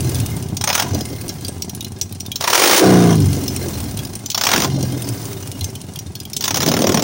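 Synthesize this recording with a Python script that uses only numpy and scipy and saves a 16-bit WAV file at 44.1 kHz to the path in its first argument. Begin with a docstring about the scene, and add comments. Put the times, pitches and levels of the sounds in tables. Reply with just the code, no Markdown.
"""Two V-twin motorcycles run side by side in a walled street; one idles while the other winds down.
At 0.6 s that one's throttle is blipped: every firing cracks out of the open pipes. With the throttle
shut it booms, then sinks to a lumpy idle with knocks and dull pops. The hardest blip comes at 2.4 s,
with a roar of rushing gas, and a third at 4.3 s. A gentler fourth runs from 6.4 s to the end.
All along, valves tick and chains hiss above the engines."""
import sys
import numpy as np
from scipy import signal
from scipy.fft import rfft, irfft, next_fast_len
from scipy.io import wavfile
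from scipy.ndimage import uniform_filter1d

SR = 44100
rng = np.random.default_rng(int(sys.argv[2]) if len(sys.argv) > 2 else 0)


def store_wav(level_fs):
    """Save 16-bit WAV to argv[1]."""
    pcm = np.round(np.clip(np.atleast_2d(level_fs), -1, 1) * 32767)
    wavfile.write(sys.argv[1], SR, pcm.T.astype(np.int16))


N = 310023
T = np.arange(N) / SR
FIRING_TURNS = (0, 1.125)   # where the two cylinders fire within every two turns of the crank
CRUISE = 40   # crank turns per second; layers that follow the speed have their base level here

# How fast the revving engine spins: t/s, speed/(turns per s)
CRANK_SPEED = [(0, 43.7), (.2, 42.3), (.568, 24.8), (.82, 47.1), (1.7, 22), (2.358, 19.7), (2.6, 47.7),
               (2.8, 64.2), (3.096, 56.8), (3.242, 47.4), (3.68, 43.4), (4.3, 22.8), (4.57, 48.2),
               (5.12, 38.9), (6.25, 17.1), (6.365, 25.9), (6.75, 39), (7.03, 39.3)]
def crankshafts():
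    """The revving engine's speed, then the turns made so far by it and by the idling engine."""
    speed = in_time(CRANK_SPEED) * (1 + .003 * drift(15))
    idle_speed = 17 * (1 + 0.075 * drift(4))
    return speed, np.cumsum(speed) / SR, np.cumsum(idle_speed) / SR


# Blips, or quick twists of the throttle: opens/s, shuts/s, crack/dB, bark/dB, thud/dB, roar/dB,
# growl change/dB, rasp after shutting/dB, length of that rasp/s, deepest tones against the boom/dB
BLIPS = [(.568, 0.828, -1, -11.5, -32, -27, -13, -36.5, .17, -11.5),
         (2.358, 2.796, -0.5, -8, -23.5, -9, -14, -18, 0.33, -6.5),
         (4.3003, 4.645, -0.5, -10, -13.5, -24, -3, -30, 0.011, -23),
         (6.3654, 7.03, -2.5, -15.5, -8, -38, 4.5, -40, .02, -14)]
def throttle(rise_s, fall_s):
    """One row for each blip: how far the throttle is open, from 0 to 1."""
    return np.array([gate(opens, shuts, rise_s, fall_s) for opens, shuts, *_ in BLIPS])


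def power_strokes(turns, speed):
    """Times and levels of firings under throttle: bark and thud build up as the cylinders fill."""
    angles = firing_angles(cycles=20)
    strokes = []
    for opens, shuts, crack_db, bark_db, thud_db, *_ in BLIPS:
        chance = mild_chance((4, len(angles)))
        times = np.interp(np.interp(opens, T, turns) + angles, turns, T)
        age_s = times - opens
        bark = bark_db - 23.5 * np.exp(-age_s / 0.031)
        thud = thud_db - 32 * np.maximum(1 - age_s / 0.27, 0)
        levels = np.array([np.full(len(times), crack_db), bark, thud]) + 2.5 * chance[:3]
        levels -= 0.3 * np.maximum(np.interp(times, T, speed) - 43.2, 0)   # fast ones sink into the roar
        levels -= 0.5 * (angles == 0)   # the first is a little weaker
        fires = times < min(shuts, T[-1])
        # an extra sharp crack just after some firings
        stray_crack = fires & (rng.random(len(times)) < .3)
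        strokes.append(np.vstack([times + .0005 * chance[3], levels])[:, fires])
        strokes.append(np.vstack([times + 0.015, levels - 4.5])[:, stray_crack])
    return np.hstack(strokes)


# Tone of a sharp snap, also used for valve ticks: f/Hz, level/dB
SNAP_TONE = [(1200, -25), (2600, 2.5), (4000, 0.5), (5800, 5.5), (7900, 0), (9200, 12), (11000, -2),
             (13500, -0.5), (15200, -5)]
# Tone of the bright crack of escaping gas: f/Hz, level/dB
CRACK_TONE = [(1200, -60), (2200, -10.5), (3200, 0.5), (4500, -2.5), (5900, 4.5), (7000, 0), (7900, -38),
              (9000, -1.5), (10500, -19), (13800, -16.5), (15000, -1.5), (16000, 2)]
# Tone of the hollow bark below it: f/Hz, level/dB
BARK_TONE = [(350, -21.5), (650, 3.5), (950, 2.5), (1500, 1.5), (2100, 1), (3200, -2.5), (10000, -43)]
# Tone of a low thud in the pipe: f/Hz, level/dB
THUD_TONE = [(60, -60), (130, 1), (230, 6), (390, 2), (650, -1), (1000, -21), (5000, -78)]
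# Tone of the very high tip of a crack: f/Hz, level/dB
TIP_TONE = [(4000, -30), (8000, -22), (11000, 0.5), (13500, -2.5), (15500, 5)]
def hard_firings(turns, speed):
    """Under throttle each firing bursts out of the open pipe and leaves it ringing."""
    times, crack_db, bark_db, thud_db = power_strokes(turns, speed)
    detune = 2 ** rng.uniform(-.2, .2, (len(times), 2))
    snap = burst(times, 0.19 * crack_db - 23.5, SNAP_TONE, 0.0015, 0.0021, tail_db=-39, tail_s=0.0054)
    crack = burst(times, crack_db - 8, CRACK_TONE, 0.00083, 0.0045, tail_db=-18.5, tail_s=0.022)
    bark = burst(times, bark_db - 4, BARK_TONE, 0.00078, 0.0059, tail_db=-17.5, tail_s=0.015)
    thud = burst(times, thud_db - .5, THUD_TONE, 0.0015, 0.0046, tail_db=-15.5, tail_s=0.024)
    steel = ring(times, crack_db - 16, 5582 * detune[:, 0], octaves=.75, others_db=-6, decay_s=0.0085)
    hollow = ring(times, bark_db - 11.5, 946 * detune[:, 1], octaves=.8, others_db=-4.5, decay_s=0.014)
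    tip = burst(times, crack_db - 17.5, TIP_TONE, .0004, 0.0044, tail_db=-24, tail_s=.012)
    return tip + snap + crack + bark + thud + steel + hollow


# Sharp knocks while the throttle is shut: t/s, level/dB, ringing f/Hz
IDLE_KNOCKS = [(0.154, -16, 3470), (0.9457, -11.5, 5910), (1.0078, -13, 5030), (1.291, -11, 5540),
               (1.4478, -12, 4680), (1.4815, -12, 8500), (1.621, -8.5, 5640), (1.695, -15.5, 5730),
               (1.7484, -20, 9710), (1.8074, -13, 3780), (1.8457, -15.5, 4080), (2.0125, -3, 5800),
               (2.1243, -27, 4030), (2.2048, -13, 5820), (2.2623, -19.5, 3610), (2.3167, -10, 3270),
               (3.4793, -9, 5233), (3.99, -15.5, 3327), (4.0496, -17, 5100), (4.153, -15, 8960),
               (4.2594, -11, 6030), (4.8267, -13.5, 5700), (5.6092, -13.5, 4110), (5.6425, -9.5, 6220),
               (5.7538, -22, 3070), (5.9583, -18, 3240), (5.9888, -15, 5770), (6.1527, -16.5, 4350),
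               (6.2007, -17, 4960), (6.2522, -21.5, 3270), (6.332, -12, 5280)]
def knocks():
    """Light firings give a snap, a short crack and a clink of steel."""
    times, db, ring_hz = np.transpose(IDLE_KNOCKS)
    snap_db = 0.1 * db   # the snap varies less than the gas behind it, so light knocks sound crisper
    snap = burst(times, snap_db - 18, SNAP_TONE, 0.00093, 0.0022, tail_db=-37, tail_s=0.0054)
    crack = burst(times, db - 6, CRACK_TONE, 0.00041, 0.0048, tail_db=-20.5, tail_s=0.0095)
    clink = ring(times, db - 9, ring_hz, octaves=.55, others_db=-11, decay_s=0.0096)
    tip = burst(times, snap_db - 18.5, TIP_TONE, .0004, 0.0032, tail_db=-30, tail_s=.008)
    return tip + snap + crack + clink


# Pops while the engine slows down: t/s, level/dB
FUEL_POPS = [(.153, -26), (0.947, -15.5), (1.008, -17), (1.291, -27), (1.481, -19.5), (4.775, -15.5),
             (4.827, -13.5), (4.965, -17), (5.03, -26), (5.15, -24)]
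def pops():
    """Unburnt fuel goes off in the pipe with a dull thud."""
    times, db = np.transpose(FUEL_POPS)
    return burst(times, db, THUD_TONE, rise_s=0.0024, decay_s=0.0073, tail_db=-17, tail_s=0.028)


# Tone of gas rushing out of the pipes: f/Hz, level/dB
ROAR_TONE = [(60, -34), (200, -15.5), (350, 7.5), (700, 1), (1400, -3), (2500, -3.5), (4000, -3.5),
             (6300, -3), (7900, -10.5), (9200, -3.5), (11000, -15), (13800, -20), (15200, -3),
             (16000, -0.5)]
def roar(turns):
    """The jet of gas builds during a blip and never rests between firings."""
    *_, roar_db, _, _, _, _ = np.transpose(BLIPS)
    strength = from_db(roar_db) @ throttle(rise_s=0.29, fall_s=0.011) ** 1.44 + after_blip()
    flow = 0.14 + fade(firings(turns, spread_db=0, jitter_s=0.00015), 0.019)
    return strength * levelled(colour(flow * rng.standard_normal(N), ROAR_TONE), 0.11)


def after_blip():
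    """Strength of the rasp and roar that hang on for a moment after the throttle shuts."""
    return sum(from_db(db - 23.5 * np.maximum(T - shuts, 0))
               * gate(shuts, shuts + length_s, rise_s=0.0051, fall_s=0.051)
               for _, shuts, *_, db, length_s, _ in BLIPS)


def evenness(speed, opened):
    """0 when slow or under throttle; nears 1 when the engine coasts fast and its firings even out."""
    lumpy_speed, even_speed = 26.8, 52
    even = np.clip((speed - lumpy_speed) / (even_speed - lumpy_speed), 0, .95) ** 0.76
    return np.clip(even * (1 - opened.sum(axis=0)), 0, 1)


# How loud the deep exhaust note is: t/s, level/dB
BASS_LEVEL = [(0.0, -19), (0.58, -24), (0.78, -32.5), (0.94, -22.5), (1.06, -28.5), (2.29, -30.5),
              (2.78, -46), (2.86, -12.5), (2.94, -9), (3.29, -12.5), (3.44, -25), (3.97, -24.5),
              (4.42, -38.5), (4.76, -15.5), (5.03, -27.5), (6.5, -34.5), (6.54, -24), (7.03, -24)]
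def exhaust_bass(turns, idle_turns, speed, even):
    """A lumpy throb blends into a smooth boom as the firings even out."""
    blend = np.sqrt(1 - even) * throb(turns, idle_turns) + np.sqrt(even) * boom(turns, speed)
    return from_db(in_time(BASS_LEVEL) - .5) * blend


# Tone of a puff after passing through the pipe: f/Hz, level/dB
PIPE_TONE = [(25, -52), (45, -11), (65, -20), (90, 3), (125, 1), (175, -1.5), (250, -5), (320, -12),
             (390, -8), (500, -31), (750, -18), (1300, -36), (9000, -93)]
def throb(turns, idle_turns):
    """Both engines puff into their pipes, which hum at their lowest note; swirling gas trails each puff."""
    kicks = firings(turns, spread_db=3.5, jitter_s=0.00074)
    kicks += from_db(1) * firings(idle_turns, spread_db=2, jitter_s=0.0019)
    gas = fade(kicks, 0.071) * rng.standard_normal(N)
    piped = colour(rms_one(kicks) + rms_one(gas), PIPE_TONE)
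    return levelled(piped + from_db(-7.5) * resonate(piped, hz=92, width_hz=41), 0.13)


# Tones that rise and fall with the engine: f/(multiples of the crank speed), level/dB
CRANK_TONES = [(1.5, -15), (2, -5), (2.5, -13.5), (3, -0.5), (4, -9.5), (4.5, -11), (5, -6), (5.5, -10.5),
               (6, -7.5), (6.5, -31), (7, -10.5), (7.5, -23), (8, -13), (8.5, -22), (9, -19)]
def crank_tones(turns, lowest, highest, waver):
    """A range of the engine's tones; uneven firings make the higher ones waver more."""
    tones = [from_db(db) * np.sin(2 * np.pi * (m * turns + rng.random()) + waver * m * drift(24))
             for m, db in CRANK_TONES if lowest <= m <= highest]
    return rms_one(sum(tones))


def boom(turns, speed):
    """A boom at three times the crank speed; deeper tones swell as they pass the pipe's lowest note."""
    opens, *_, deep_db = np.transpose(BLIPS)
    latest_blip = np.maximum(np.searchsorted(opens, T) - 1, 0)
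    swell_db = 8 * np.exp(-((speed - 43.6) / 7.6) ** 2)
    low_cut = signal.butter(4, 48, "high", fs=SR, output="sos")
    deep = signal.sosfilt(low_cut, crank_tones(turns, 0, 2.6, waver=.05))
    deep += from_db(-28) * resonate(deep, hz=86, width_hz=10)
    main = crank_tones(turns, 2.9, 4.1, waver=.05)
    return levelled(main + from_db(deep_db[latest_blip] + swell_db) * deep, 0.06)


# Single heavy puffs from the idling engine: t/s, level/dB, f/Hz
HEAVY_PUFFS = [(.02, -19, 126.7), (.19, -15, 109.5), (.89, -16, 98.8), (5.08, -18.5, 117.2),
               (5.26, -24.5, 115), (5.6, -17.5, 90), (6.05, -23, 88.7)]
def chuffs(length_s):
    """A heavy puff swells and dies on the lowest note of a pipe."""
    return sum(from_db(db) * np.sin(np.pi * np.clip((T - start) / length_s, 0, 1))
               * np.sin(2 * np.pi * (hz * T + rng.random())) for start, db, hz in HEAVY_PUFFS)


# Low notes at which the pipes ring: f/Hz, width/Hz, level/dB
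BURBLE_NOTES = [(215, 14, -1.5), (283.2, 23, 6.5), (339, 20, -1.5), (380, 8.1, 4)]
def growl(turns, speed, opened):
    """A ragged burble in the pipes turns into clear engine tones as the speed rises."""
    *_, change_db, _, _, _ = np.transpose(BLIPS)
    level_db = -30.5 + 0.88 * (speed - CRUISE) + change_db @ opened
    clear = np.clip(speed / 58.4, 0, 1) ** 4
    tones = crank_tones(turns, 4.4, 9.1, waver=0.11)
    tones = levelled(tones + from_db(-2) * resonate(tones, hz=400, width_hz=24), 0.091)
    burble = shaken(puffs(turns, puff_s=0.015), BURBLE_NOTES, flicker_db=9.5, top_hz=830)
    return from_db(level_db) * (np.sqrt(clear) * tones + np.sqrt(1 - clear) * burble)


# Middle notes at which the pipes ring: f/Hz, width/Hz, level/dB
RASP_NOTES = [(642, 25, -36), (717, 93, -1.5), (716, 73, 10.5), (981, 43, 7), (1080, 25, -11),
              (1120, 160, -4), (1460, 94, 2)]
def rasp(turns, speed, even):
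    """Puffs of gas rasp in the pipes, with a pitched buzz only while the cylinders fire evenly."""
    gas = puffs(turns, puff_s=.012)
    buzz = rms_one(sum(np.sin(2 * np.pi * (multiple * turns + rng.random()) + .3 * drift(20))
                       for multiple in np.arange(9.5, 24, .5)))
    strength = from_db(-47.5 + 0.68 * (speed - CRUISE)) + after_blip()
    return strength * shaken(gas + .35 * even ** 4 * buzz, RASP_NOTES, flicker_db=3, top_hz=2260)


# High notes of the steel pipes and shields: f/Hz, width/Hz, level/dB
STEEL_NOTES = [(1640, 31, 5), (2110, 50, 4), (2510, 180, -4.5), (2880, 23, 6.5), (3234, 110, 1),
               (3670, 40, 4), (4160, 46, 6.5), (4750, 200, 0), (5210, 84, 5), (5570, 36, 8),
               (5780, 17, -21), (6000, 240, 2.5), (6830, 63, -4), (9090, 67, 4)]
def steel_ringing(turns, speed):
    """Puffs of gas shake the steel, harder as the engine speeds up."""
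    ringing = shaken(puffs(turns, puff_s=.012), STEEL_NOTES, flicker_db=4.5, top_hz=9500)
    return from_db(-38.5 + 0.55 * (speed - CRUISE)) * ringing


# Tone of the running chains: f/Hz, level/dB
CHAIN_TONE = [(500, 5.5), (1000, 0.5), (1500, -4), (2200, -5.5), (3500, -6.5), (5800, -4.5), (7900, -6),
              (9200, -4), (10500, -6.5), (13500, -13.5), (15300, 3)]
def valves_and_chains(speed, idle_turns):
    """Valves tick and ping over hissing chains; all grow with speed and dip during a blip."""
    ticks = firings(idle_turns + .5, spread_db=4, jitter_s=.006)
    hiss = rms_one(colour(rng.standard_normal(N), CHAIN_TONE))
    dull = signal.sosfiltfilt(signal.butter(6, 10500, fs=SR, output="sos"), hiss)
    brightness = np.clip(speed / 36, 0, 1) ** 1.7
    chains = dull + brightness * (hiss - dull)
    valves = rms_one(colour(fade(ticks, 0.0051) * rng.standard_normal(N), SNAP_TONE))
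    at = np.flatnonzero(ticks)
    ping_hz = rng.uniform(3200, 9500, len(at))
    pings = ring(at / SR, 20 * np.log10(ticks[at]) - 5, ping_hz, octaves=.4, others_db=-6, decay_s=.007)
    chains *= from_db(2.5 * drift(90))   # rattle
    dip_db = 10 * throttle(rise_s=0.011, fall_s=0.52).sum(axis=0)
    level_db = -29 + 0.6 * np.minimum(speed - CRUISE, 0) - dip_db
    return from_db(level_db) * (chains + from_db(-6.5) * valves + pings)


def street(x, wall_s, wall_db, far_db, far_s):
    """Adds a quick echo from the nearby wall and faint scattered ones from houses and trees."""
    t = np.arange(SR // 2) / SR
    scatter = rng.standard_normal(len(t)) * np.exp(-t / far_s) * (t > .012)
    far = signal.fftconvolve(x, scatter / np.linalg.norm(scatter))[:N]
    wall = np.interp(T - wall_s, T, x, left=0)
    return x + from_db(wall_db) * wall + from_db(far_db) * far


def firing_angles(cycles):
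    """The crank turns at which a cylinder fires: two, unevenly spaced, in every two turns."""
    return (2 * np.arange(cycles)[:, None] + np.array(FIRING_TURNS)).ravel()


def firings(turns, spread_db, jitter_s):
    """One click for each firing, varied by chance in time and strength."""
    angles = firing_angles(int(turns[-1] / 2))
    chance = mild_chance((600, 2))[:len(angles)]
    times = np.interp(angles, turns, T) + jitter_s * chance[:, 0]
    return clicks(times, from_db(spread_db * chance[:, 1]))


def puffs(turns, puff_s):
    """Swirling gas leaves with each firing as a short puff of noise."""
    return rms_one(fade(firings(turns, spread_db=3, jitter_s=0.00056), puff_s) * rng.standard_normal(N))


def burst(times, level_db, tone, rise_s, decay_s, tail_db, tail_s):
    """A burst of gas at each time, with a tail as its sound scatters along the street."""
    kicks = clicks(times, from_db(level_db))
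    envelope = fade(kicks, decay_s) - fade(kicks, rise_s) + from_db(tail_db) * fade(kicks, tail_s)
    return colour(envelope * rng.standard_normal(N), tone)


def ring(times, level_db, pitch_hz, octaves, others_db, decay_s):
    """Each blow rings one main note and five others, scattered up to `octaves` above or below it."""
    out, t = np.zeros(N + SR), np.arange(SR // 10) / SR
    envelope = np.exp(-t / decay_s) * (1 - np.exp(-t / 0.00048))
    chances = rng.uniform(-1, 1, (len(times), 5, 1))
    for start, db, hz, chance in zip(times, level_db, pitch_hz, chances):
        main = np.sin(2 * np.pi * hz * t)
        others = np.sin(2 * np.pi * hz * 2 ** (octaves * chance) * t).sum(axis=0)
        at = int(start * SR)
        out[at:at + len(t)] += from_db(db) * envelope * (main + from_db(others_db) * others)
    return out[:N]


def shaken(flow, notes, flicker_db, top_hz):
    """The flow sets several notes ringing, each with changing strength; highs above top_hz fade."""
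    ringing = sum(resonate(flow * from_db(db + flicker_db * drift(16)), hz, width_hz)
                  for hz, width_hz, db in notes)
    return levelled(signal.sosfilt(signal.butter(4, top_hz, fs=SR, output="sos"), ringing), 0.172)


def resonate(x, hz, width_hz):
    """Lets through a narrow band around one pitch."""
    r = np.exp(-np.pi * width_hz / SR)
    gain = (1 - r * r) / 2
    return signal.lfilter([gain, 0, -gain], [1, -2 * r * np.cos(2 * np.pi * hz / SR), r * r], x)


def colour(x, tone):
    """Shapes a sound with a tone table; only the differences between the table's levels count."""
    size = next_fast_len(N + SR // 2)
    hz, db = np.transpose(tone)
    log_hz = np.log(np.fft.rfftfreq(size, 1 / SR) + 1)
    gain = rms_one(from_db(np.interp(log_hz, np.log(hz), db)))
    # a minimum-phase filter: it rings after a click, never before
    cepstrum = irfft(np.log(gain), size)
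    cepstrum[1:size // 2] *= 2
    cepstrum[size // 2 + 1:] = 0
    return irfft(rfft(x, size) * np.exp(rfft(cepstrum)), size)[:N]


def clicks(times, sizes):
    """One-sample kicks at the given times."""
    out = np.zeros(N)
    np.add.at(out, np.clip((times * SR).astype(int), 0, N - 1), sizes)
    return out


def fade(x, seconds):
    """Every click becomes a step that dies away."""
    return signal.lfilter([1], [1, -np.exp(-1 / (seconds * SR))], x + 1e-18)


def gate(start, end, rise_s, fall_s):
    """Rises from the start, holds, and falls after the end."""
    return np.clip((T - start) / rise_s, 0, 1) * np.clip(1 - (T - end) / fall_s, 0, 1)


def levelled(x, seconds):
    """Holds the level near 1 over the given span; faster beats stay."""
    return x / np.sqrt(np.abs(uniform_filter1d(x * x, int(seconds * SR))) + 1e-12)


def drift(rate):
    """A random wander that heads for a new value `rate` times a second."""
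    points = rng.standard_normal(4000)
    return np.interp(T * rate, np.arange(len(points)), points)


def mild_chance(shape):
    """Random numbers around 0 with the extremes held back."""
    return np.clip(rng.standard_normal(shape), -1.7, 1.7)


def in_time(rows):
    """Joins (time, value) points with straight lines."""
    return np.interp(T, *np.transpose(rows))


def from_db(db):
    return 10 ** (np.asarray(db) / 20)


def rms_one(x):
    return x / np.sqrt(np.mean(x ** 2) + 1e-20)


def scene():
    """Speed and throttle shape the revving engine's sound; the other engine idles beside it."""
    speed, turns, idle_turns = crankshafts()
    opened = throttle(rise_s=0.07, fall_s=0.02)
    even = evenness(speed, opened)
    bass = exhaust_bass(turns, idle_turns, speed, even) + chuffs(length_s=0.076)
    pipes = growl(turns, speed, opened) + rasp(turns, speed, even) + steel_ringing(turns, speed)
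    blasts = hard_firings(turns, speed) + knocks() + pops() + roar(turns)
    echoing = street(blasts, wall_s=.0036, wall_db=-24.5, far_db=-20.5, far_s=0.065)
    return (echoing + bass + pipes + valves_and_chains(speed, idle_turns))[None]


def record(dry):
    """Rounds off the loudest peaks and cuts the very highest treble."""
    rounded = dry / (1 + dry ** 4) ** .25
    return signal.sosfilt(signal.ellip(12, .2, 70, 15850, fs=SR, output="sos"), rounded)


dry = scene()
out = record(dry)
store_wav(out)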